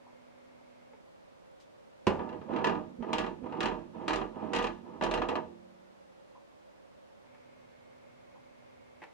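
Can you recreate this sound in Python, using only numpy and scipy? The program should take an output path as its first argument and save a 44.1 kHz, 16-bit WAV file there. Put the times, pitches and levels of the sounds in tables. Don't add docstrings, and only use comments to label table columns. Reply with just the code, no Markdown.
import sys
import numpy as np
from scipy import signal
from scipy.fft import rfft, irfft
from scipy.io import wavfile
from scipy.ndimage import map_coordinates

SR = 44100
rng = np.random.default_rng(int(sys.argv[2]) if len(sys.argv) > 2 else 0)


def transcribe(u):
    v = np.clip(np.atleast_2d(u).T, -1, 1)
    q = np.round(v * 32767).astype(np.int16)
    wavfile.write(sys.argv[1], SR, q)


N = 402633
TIME = np.arange(N) / SR
DOOR_HZ = 37.99
SHOVE_S = 2.0684

# (frequency [Hz], left minus right [dB])
PANEL_BALANCE = [(90.0, 4.5), (160.0, -4), (270.0, -23), (450.0, -4.5), (800.0, 1), (1500.0, 0.5)]
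# (start [s], end [s], rubbing level [dB])
SWING_SPANS = [(2.128, 2.49, -44), (2.452, 2.892, -36), (2.995, 3.366, -37), (3.403, 3.883, -38),
               (3.919, 4.343, -40.5), (4.313, 4.765, -40), (4.811, 5.454, -50)]
# (time [s], first clack [dB], second clack [dB], hardness [dB/octave],
# loss per rebound [dB], door sway [dB])
FRAME_PASSES = [(2.644, -25, -43, -1, 3, -63), (3.1312, -28, -29.5, 0.94, 11, -54),
                (3.6054, -27.5, -29, -0.44, 6, -51.5), (4.081, -28.5, -30.5, 0.66, 1.5, -49),
                (4.5341, -29, -33.5, 0.3, 1.5, -50)]


def amp(db):
    return 10 ** (np.asarray(db) / 20)


def unit(x):
    return x / np.sqrt(np.mean(abs(x) ** 2) + 1e-20)


def curve(points, hz):
    f, value = np.transpose(points)
    return np.interp(np.log(hz + 1), np.log(f + 1), value)


def octaves(hz, knee_hz=800):
    return np.log2(np.maximum(hz / knee_hz, 1))


def resonance_db(hz, centre_hz, width_hz):
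    return -20 * np.log10(1 + (2 * (hz - centre_hz) / width_hz) ** 2)


def add(mix, s, sound):
    part = mix[:, max(round(s * SR), 0):][:, :sound.shape[-1]]
    part += sound[..., :part.shape[1]]


def drift(count, size):
    noise = rng.standard_normal(count + 2 * size)
    return unit(signal.oaconvolve(noise, signal.windows.hann(2 * size + 1), "valid"))


def tone(hz):
    return np.sqrt(2) * np.sin(2 * np.pi * np.cumsum(hz) / SR)


def causal(gain):
    spectrum = np.exp(np.conj(signal.hilbert(np.log(gain))))
    return np.fft.ifft(spectrum).real[..., :gain.shape[-1] // 2]


def colour(x, db_at, size=16384):
    hz = abs(np.fft.fftfreq(size, 1 / SR))
    gain = np.maximum(unit(amp(db_at(hz))), 1e-5)
    return signal.oaconvolve(x, np.atleast_2d(causal(gain)), axes=1)[:, :x.shape[1]]


def stereo_noise(size, diffuseness=1):
    # (frequency [Hz], coherence [0-1])
    coherence = [(90, 0.98), (160, 0.8), (600, 0.84), (2000, 0.49), (5000, 0.1)]
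    left, other = rfft(rng.standard_normal((2, size)))
    alike = np.clip(curve(coherence, np.fft.rfftfreq(size, 1 / SR)), 0, 1) ** diffuseness
    right = alike * left + np.sqrt(1 - alike ** 2) * other
    return irfft(np.array([left, right]), size)


def ring(t60, room_db, crack_db, damping=0.12, bite=0.36, bite_s=0.0019, size=32768, count=4):
    # (frequency [Hz], t60 [s])
    room_decay = [(95, 1), (212, 0.85), (424, 0.51), (1700, 0.37), (6900, 0.43)]
    hz, t, noise = signal.stft(stereo_noise(size), SR, nperseg=256)
    hz = hz[:, None]
    plastic = amp(-60 * t / t60 * (1 + damping * octaves(hz)))
    contact = bite * np.minimum(octaves(hz, 1900), 1) * np.exp(-t / bite_s)
    room = amp(room_db - 60 * t / curve(room_decay, hz))
    out = signal.istft(noise * np.hypot(plastic + contact, room), SR, nperseg=256)[1][:, :size]
    order = np.arange(count)
    slots = order + rng.random(count) * np.minimum(order, 1)
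    arrivals = (slots / count * 0.009 * SR).astype(int)
    cracks = amp(crack_db) * rng.choice([-1, 1], count) / np.sqrt(order + 1)
    for side in out:
        side[arrivals + rng.integers(0, 4, count)] += cracks
    return out


def room_air(level_db=-63, drone_hz=565, width_hz=110, drone_db=8, right_db=3):
    # (frequency [Hz], relative level [dB])
    air_spectrum = [(20, -21), (45, -6.5), (110, -3), (900, -1.5), (1300, -6.5), (3500, -15), (6000, -21),
                    (10000, -28.5), (12500, -33.5), (14000, -54)]

    def shape_db(hz):
        drone = drone_db * np.exp(-(2 * (hz - drone_hz) / width_hz) ** 2)
        lean = np.array([[-.5], [.5]]) * right_db / (1 + (hz / 900) ** 2)
        return curve(air_spectrum, hz) + drone + lean
    return amp(level_db) * colour(stereo_noise(N, diffuseness=6.6), shape_db)


def electronics_whine(hz=15230, waver_hz=25, level_db=-97.5):
    return amp(level_db) * tone(hz + waver_hz * drift(N, size=400))


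def camera_whir(level_db=-57, right_db=1):
    # (frequency [Hz], relative level [dB])
    whir_spectrum = [(30, -30), (190, -0.5), (480, -3), (525, 8.5), (605, -1.5), (650, -5), (2200, -21.5),
                     (12000, -49)]
    whir = colour(rng.standard_normal((1, N)), lambda hz: curve(whir_spectrum, hz))
    return whir * amp(level_db) * np.array([amp([-right_db]), -amp([right_db])])


def tocks(width_hz=260):
    # (time [s], level [dB], pitch [Hz])
    taps = [(.066, -55.5, 940), (.934, -60, 530), (6.349, -56.5, 950), (8.35, -57, 900)]
    out = np.zeros((2, N))
    for s, db, pitch_hz in taps:
        tap = ring(t60=0.24, room_db=-24, crack_db=-5)
        add(out, s, amp(db) * colour(tap, lambda hz: resonance_db(hz, pitch_hz, width_hz), size=4096))
    return out


def scuff(s=1.596, level_db=-65.5, centre_hz=3300, skirt_db=6.5, rise_s=0.015, size=8192):
    out = np.zeros((2, N))
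    age = np.arange(size) / SR / rise_s
    brush = colour(stereo_noise(size), lambda hz: -skirt_db * np.log2((hz + 1) / centre_hz) ** 2, 1024)
    add(out, s, amp(level_db) * brush * age * np.exp(1 - age))
    return out


def lock_motor(waver=0.00481, ramp_s=0.022, gear_hz=2150, gear_width_hz=134, gear_db=-7.5):
    # (start [s], end [s], hum [dB], whirr [dB], rumble [dB])
    runs = [(-.1, 0.996, -65.5, -73.5, -95), (7.248, 9.065, -68.5, -71, -73.5)]
    # (frequency [Hz], relative level [dB])
    hum_tones = [(247.6, -3.5), (710.6, -18)]
    # (frequency [Hz], relative level [dB])
    whirr_spectrum = [(60, -28), (300, -13), (900, -8), (1300, -10.5), (2400, -5.5), (2900, -16),
                      (5000, -28), (12000, -48)]
    speed = 1 + waver * drift(N, size=4000)
    hum = amp([[-5], [3]]) * sum(amp(db) * tone(hz * speed) for hz, db in hum_tones)
    noise = stereo_noise(N, diffuseness=8.5)
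    gears = colour(noise, lambda hz: -10 * np.log10(1 + (2 * (hz - gear_hz) / gear_width_hz) ** 4))
    whirr = colour(noise, lambda hz: curve(whirr_spectrum, hz)) + amp(gear_db) * gears
    rumble = colour(noise, lambda hz: resonance_db(hz, centre_hz=125, width_hz=60))
    out = np.zeros((2, N))
    for start, end, hum_db, whirr_db, rumble_db in runs:
        running = np.clip(np.minimum(TIME - start, end - TIME) / ramp_s, 0, 1)
        out += running * (amp(hum_db) * hum + amp(whirr_db) * whirr + amp(rumble_db) * rumble)
    return out


def lock_clicks():
    # (time [s], level [dB], hardness [dB/octave])
    ticks = [(0.934, -53.5, -8), (7.244, -55, -13), (7.346, -57, -2.5), (9.019, -43.5, -4),
             (9.028, -46, -3), (9.037, -47.5, 0)]
    # (frequency [Hz], relative level [dB])
    housing = [(100, -24), (400, -1), (680, -8.5), (880, 8), (1150, -7), (1700, -1.5), (2200, 1),
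               (2750, -7.5), (3400, -14.5), (13000, -37)]
    out = np.zeros((2, N))
    for s, db, hardness_db in ticks:
        click = ring(t60=0.1, room_db=-11.5, crack_db=17)
        tilt = amp(hardness_db * octaves(np.fft.rfftfreq(click.shape[1], 1 / SR)))
        add(out, s, amp(db) * irfft(rfft(click) * tilt)[:, :SR // 2])
    return colour(out, lambda hz: curve(housing, hz))


def door_sway(rise_s=0.092, waver_hz=0.39, settle_at_s=4.965, settle_length_s=0.39, settle_db=-47):
    swell = np.zeros((2, N))
    age = np.arange(SR) / SR / rise_s
    for s, *_, sway_db in FRAME_PASSES:
        add(swell, s, amp(sway_db) * age * np.exp((1 - age ** 2) / 2))
    add(swell, settle_at_s, amp(settle_db) * signal.windows.tukey(round(settle_length_s * SR), .9))
    return swell * tone(DOOR_HZ + waver_hz * drift(N, size=6000))


def lingering_tones(source, left_db=-12, waver_hz=1.32):
    # (frequency [Hz], t60 [s], gain [dB])
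    resonances = [(185.6, 2.27, -19.5), (228.3, 1.18, -15), (347.6, 1.52, -19)]
    power = (source ** 2).mean(0)
    out = np.zeros(N)
    for hz, t60, db in resonances:
        retained = amp(-60 / (t60 * SR)) ** 2
        stored = signal.lfilter([1 - retained], [1, -retained], power)
        out += amp(db) * np.sqrt(stored / 2) * tone(hz + waver_hz * drift(N, size=4000))
    return amp([[left_db], [0]]) * out


def hinge_groans(jitter=0.05, roughness=0.35, left_db=-9, right_db=7):
    # (time [s], length [s], start pitch [Hz], end pitch [Hz], level [dB], second harmonic [dB])
    groans = [(2.474, 0.066, 283, 249, -47, 2.5), (2.528, 0.056, 264.5, 244, -42.5, -12),
              (2.975, 0.078, 256, 224, -40.5, -13), (3.404, 0.073, 267, 225, -43.5, -9.5)]
    out = np.zeros((2, N))
    for s, length, start_hz, end_hz, db, octave_db in groans:
        n = round(length * SR)
        hz = np.linspace(start_hz, end_hz, n) * (1 + jitter * drift(n, size=120))
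        grip = (1 + roughness * drift(n, size=120)) * signal.windows.tukey(n, .9)
        groan = grip * (tone(hz) + amp(octave_db) * tone(2 * hz))
        add(out, s, amp([[db + left_db], [db + right_db]]) * groan)
    return out


def rubbing_force(attack_s=0.074, sag_db_per_s=6.5, release_s=0.15):
    force = np.zeros(N)
    for start, end, db in SWING_SPANS:
        attack = np.clip((TIME - start) / attack_s, 0, 1)
        release = np.clip((end - TIME) / release_s, 0, 1) ** 2
        force += attack * release * amp(db - sag_db_per_s * np.maximum(TIME - start, 0))
    return force


def hinge_rub(slips_per_s=380, spread_db=2, spots=4):
    # (frequency [Hz], relative level [dB])
    rub_spectrum = [(95, -4.5), (212, 6), (424, -2.5), (850, -1), (1700, -13.5), (6900, -26)]
    force = rubbing_force()
    out = np.zeros((2, N))
    for _ in range(spots):
        sizes = amp(spread_db * np.minimum(rng.exponential(1, N), 4)) * rng.choice([-1, 1], N)
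        slips = (rng.random(N) < slips_per_s / spots / SR) * sizes
        body = ring(t60=0.11, room_db=-7, crack_db=17.5)
        body /= np.linalg.norm(body[0])
        out += signal.oaconvolve((force * unit(slips))[None], body, axes=1)[:, :N]
    return colour(out, lambda hz: curve(rub_spectrum, hz), size=4096) / np.sqrt(spots)


def swing_bend(sound, pitch_share=0.02985):
    lead_s = np.zeros(N)
    for start, end, _ in SWING_SPANS:
        progress = np.clip((TIME - start) / (end - start), 0, 1)
        lead_s += pitch_share * (end - start) * progress * (1 - progress)
    return np.array([map_coordinates(side, [(TIME + lead_s) * SR], order=3) for side in sound])


def strike(db, hardness_db, loss_db, bass_db=-8, body_db=0, body_hz=560, softening_db=2.47):
    hz = abs(np.fft.fftfreq(1024, 1 / SR))
    spot_db = 0.5 * np.sin(2 * np.pi * (np.log2(hz + 300) * rng.uniform(1, 2) + rng.random()))
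    hollow_db = body_db * np.exp(-np.log2((hz + 1) / body_hz) ** 2)
    blows = np.zeros((1, SR // 4))
    for rebound in range(6):
        tilt_db = (hardness_db - rebound * softening_db) * octaves(hz) + bass_db / (1 + (hz / 250) ** 2)
        pulse = amp(db - rebound * loss_db) * causal(amp(tilt_db + spot_db + hollow_db))
        delay_s = (rebound + min(rebound, 1) * rng.normal(0, 0.02)) / DOOR_HZ
        add(blows, delay_s, pulse)
    body = ring(t60=0.21, room_db=-12.5, crack_db=15.5, damping=0.22, bite=0.81, bite_s=0.0044)
    return signal.fftconvolve(blows, body, axes=1)


def boom(rise_s=0.0047, left_db=-7, right_db=2):
    # (frequency [Hz], t60 [s], level [dB])
    held_modes = [(87, 0.162, -29), (218, 0.19, -24.5), (377, 0.14, -17.5), (480, 0.094, -26),
                  (1009, 0.056, -18.5)]
    t = np.arange(SR // 2) / SR
    tones = sum(amp(db - 60 * t / t60) * np.sin(2 * np.pi * hz * t) for hz, t60, db in held_modes)
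    out = np.zeros((2, N))
    add(out, SHOVE_S, amp([[left_db], [right_db]]) * np.minimum(t / rise_s, 1) * tones)
    return out


def shove(thump_after_s=0.0074):
    # (frequency [Hz], relative level [dB])
    held_spectrum = [(55, -17.5), (85, 0.5), (130, -2.5), (200, 2), (290, -5), (400, 9.5), (700, 0),
                     (980, 8), (1350, 0), (2200, -3.5), (2700, 0), (3200, -9), (7000, -22), (10500, -34),
                     (14500, -50)]
    out = np.zeros((2, N))
    add(out, SHOVE_S, strike(db=-28, hardness_db=0.43, loss_db=24, bass_db=16.5))
    add(out, SHOVE_S + thump_after_s, strike(db=-26, hardness_db=-4.5, loss_db=3.5, bass_db=6.5))
    sides = np.array([[.5], [-.5]])
    return colour(out, lambda hz: curve(held_spectrum, hz) + sides * curve(PANEL_BALANCE, hz), size=4096)


def clacks(leave_after_s=0.052, clear_after_s=0.108):
    # (time [s],
    # level [dB], hardness [dB/octave], loss per rebound [dB])
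    knocks = [(2.192, -30.5, -9, 4), (2.2907, -43.5, -3.5, 15), (2.3272, -42, -5.5, 9),
              (2.4147, -42.5, -7, 18), (2.5362, -35.5, -5.5, 25), (2.5623, -30.5, -4.5, 1),
              (2.669, -30.5, -1, 3.5), (3.0252, -37, -6, 22), (3.2115, -41, -3, 14), (3.2405, -37, -4, 18),
              (3.265, -35.5, -3.5, 14), (3.5238, -36.5, -6.5, 3), (3.630, -31, 0, 22),
              (4.0925, -30, -2.5, 20), (4.1584, -43, 4, 16), (4.2147, -29.5, -6.5, 21), (4.55, -36, 2, 24),
              (4.5623, -31, 1.5, 2.5), (4.625, -43, 3, 18), (4.642, -32, -0.5, 22), (4.669, -33, -1.5, 22),
              (4.855, -46.5, -15.5, 14), (4.935, -50, -8, 15)]
    # (time [s], level [dB], hardness [dB/octave], loss per rebound [dB], hollow body [dB])
    rattle = [(5.0116, -26.5, -5.5, 1.5, -3), (5.024, -35, 0, 24, 10.5), (5.0373, -37.5, 3.5, 5, 9),
              (5.064, -32.5, -3, 0.5, 0.5), (5.1123, -33, 0.5, 3.5, 2), (5.139, -32.5, 1.3, 5, 6.5),
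              (5.176, -29, -3.5, 17, -2), (5.2187, -25.5, -4.5, 6, -0.5), (5.2873, -32, 0, 12, 4),
              (5.318, -31, -9.5, 15, 4), (5.355, -29.5, -3, 21, 0), (5.371, -31.5, -9, 13.5, 6)]
    out = np.zeros((2, N))
    for s, first_db, second_db, hardness_db, loss_db, _ in FRAME_PASSES:
        add(out, s, strike(first_db, hardness_db, loss_db))
        add(out, s + leave_after_s, strike(second_db, hardness_db, loss_db=6.5, bass_db=-4.5))
        add(out, s + clear_after_s, strike(db=-34.5, hardness_db=-7, loss_db=6.5))
    for s, db, hardness_db, loss_db in knocks:
        add(out, s, strike(db, hardness_db, loss_db))
    for s, db, hardness_db, loss_db, body_db in rattle:
        add(out, s, strike(db, hardness_db, loss_db, bass_db=-4.5, body_db=body_db, softening_db=5))
    return out


def panel_db(hz):
    # (frequency [Hz], relative level [dB])
    panel_spectrum = [(60, -16.5), (85, 4.5), (130, -4.5), (200, -10.5), (350, -1), (600, -7.5), (1000, -5),
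                      (1500, -8), (2800, -4), (4800, -14.5), (7000, -20.5), (10500, -36.5), (14500, -56)]
    # (frequency [Hz], width [Hz], height [dB], left minus right [dB])
    modes = [(157.3, 10.5, 10.5, -13), (192, 14.6, 15.5, 5.5), (222.8, 27, 14, -3.5), (312, 17, 10.5, 4),
             (346.6, 6.8, 12, -4.5), (388.4, 20, 9, -7), (455, 17, 7, -14.5), (478.7, 27.3, 19, -0.5),
             (626.4, 17.7, 19.5, -5), (770, 42, 10.5, -12.5), (864, 12.5, 17, 6), (914, 15, 17, -6.5),
             (986, 50, 15.5, -5), (1157, 123, 13, 0), (1224, 19, 17, 3.5), (1421, 42, 8.5, 5.5),
             (1547, 43, 8, 6), (1711, 43, 15.5, 0), (1938, 33, 8.5, 8.5), (2410, 31, 4.5, -10),
             (2524, 28, 8, -1), (2767, 130, 6, 1.5), (3193, 91, 4, -1.5), (4020, 72, 5.5, 1)]
    sides = np.array([[.5], [-.5]])
    peaks = sum(amp(db + sides * pan_db) ** 2 / (1 + (2 * (hz - centre_hz) / width_hz) ** 2)
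                for centre_hz, width_hz, db, pan_db in modes)
    return curve(panel_spectrum, hz) + sides * curve(PANEL_BALANCE, hz) + 10 * np.log10(1 + peaks)


def flap(clack_db=1, rub_db=-9.5):
    # (frequency [Hz], phase [rad])
    left_lead = [(160, 0), (400, 0.58), (700, 0), (1100, 0.67), (2000, 0.2), (4500, 0.91)]
    blows = amp(clack_db) * colour(clacks(), panel_db)
    rubbing = amp(rub_db) * swing_bend(colour(hinge_rub(), panel_db))
    out = blows + rubbing + shove()
    phase = curve(left_lead, np.fft.rfftfreq(N, 1 / SR))
    out[0] = irfft(rfft(out[0]) * np.exp(1j * phase), N)
    return out + lingering_tones(out)


def scene():
    at_door = flap() + boom() + hinge_groans() + door_sway() + lock_motor() + lock_clicks()
    return at_door + tocks() + scuff() + room_air() + camera_whir() + electronics_whine()


def record(dry):
    lowpass = signal.firwin(511, 15700, window=("kaiser", 9), fs=SR)
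    return signal.oaconvolve(dry, lowpass[None], "same")


dry = scene()
out = record(dry)
transcribe(out)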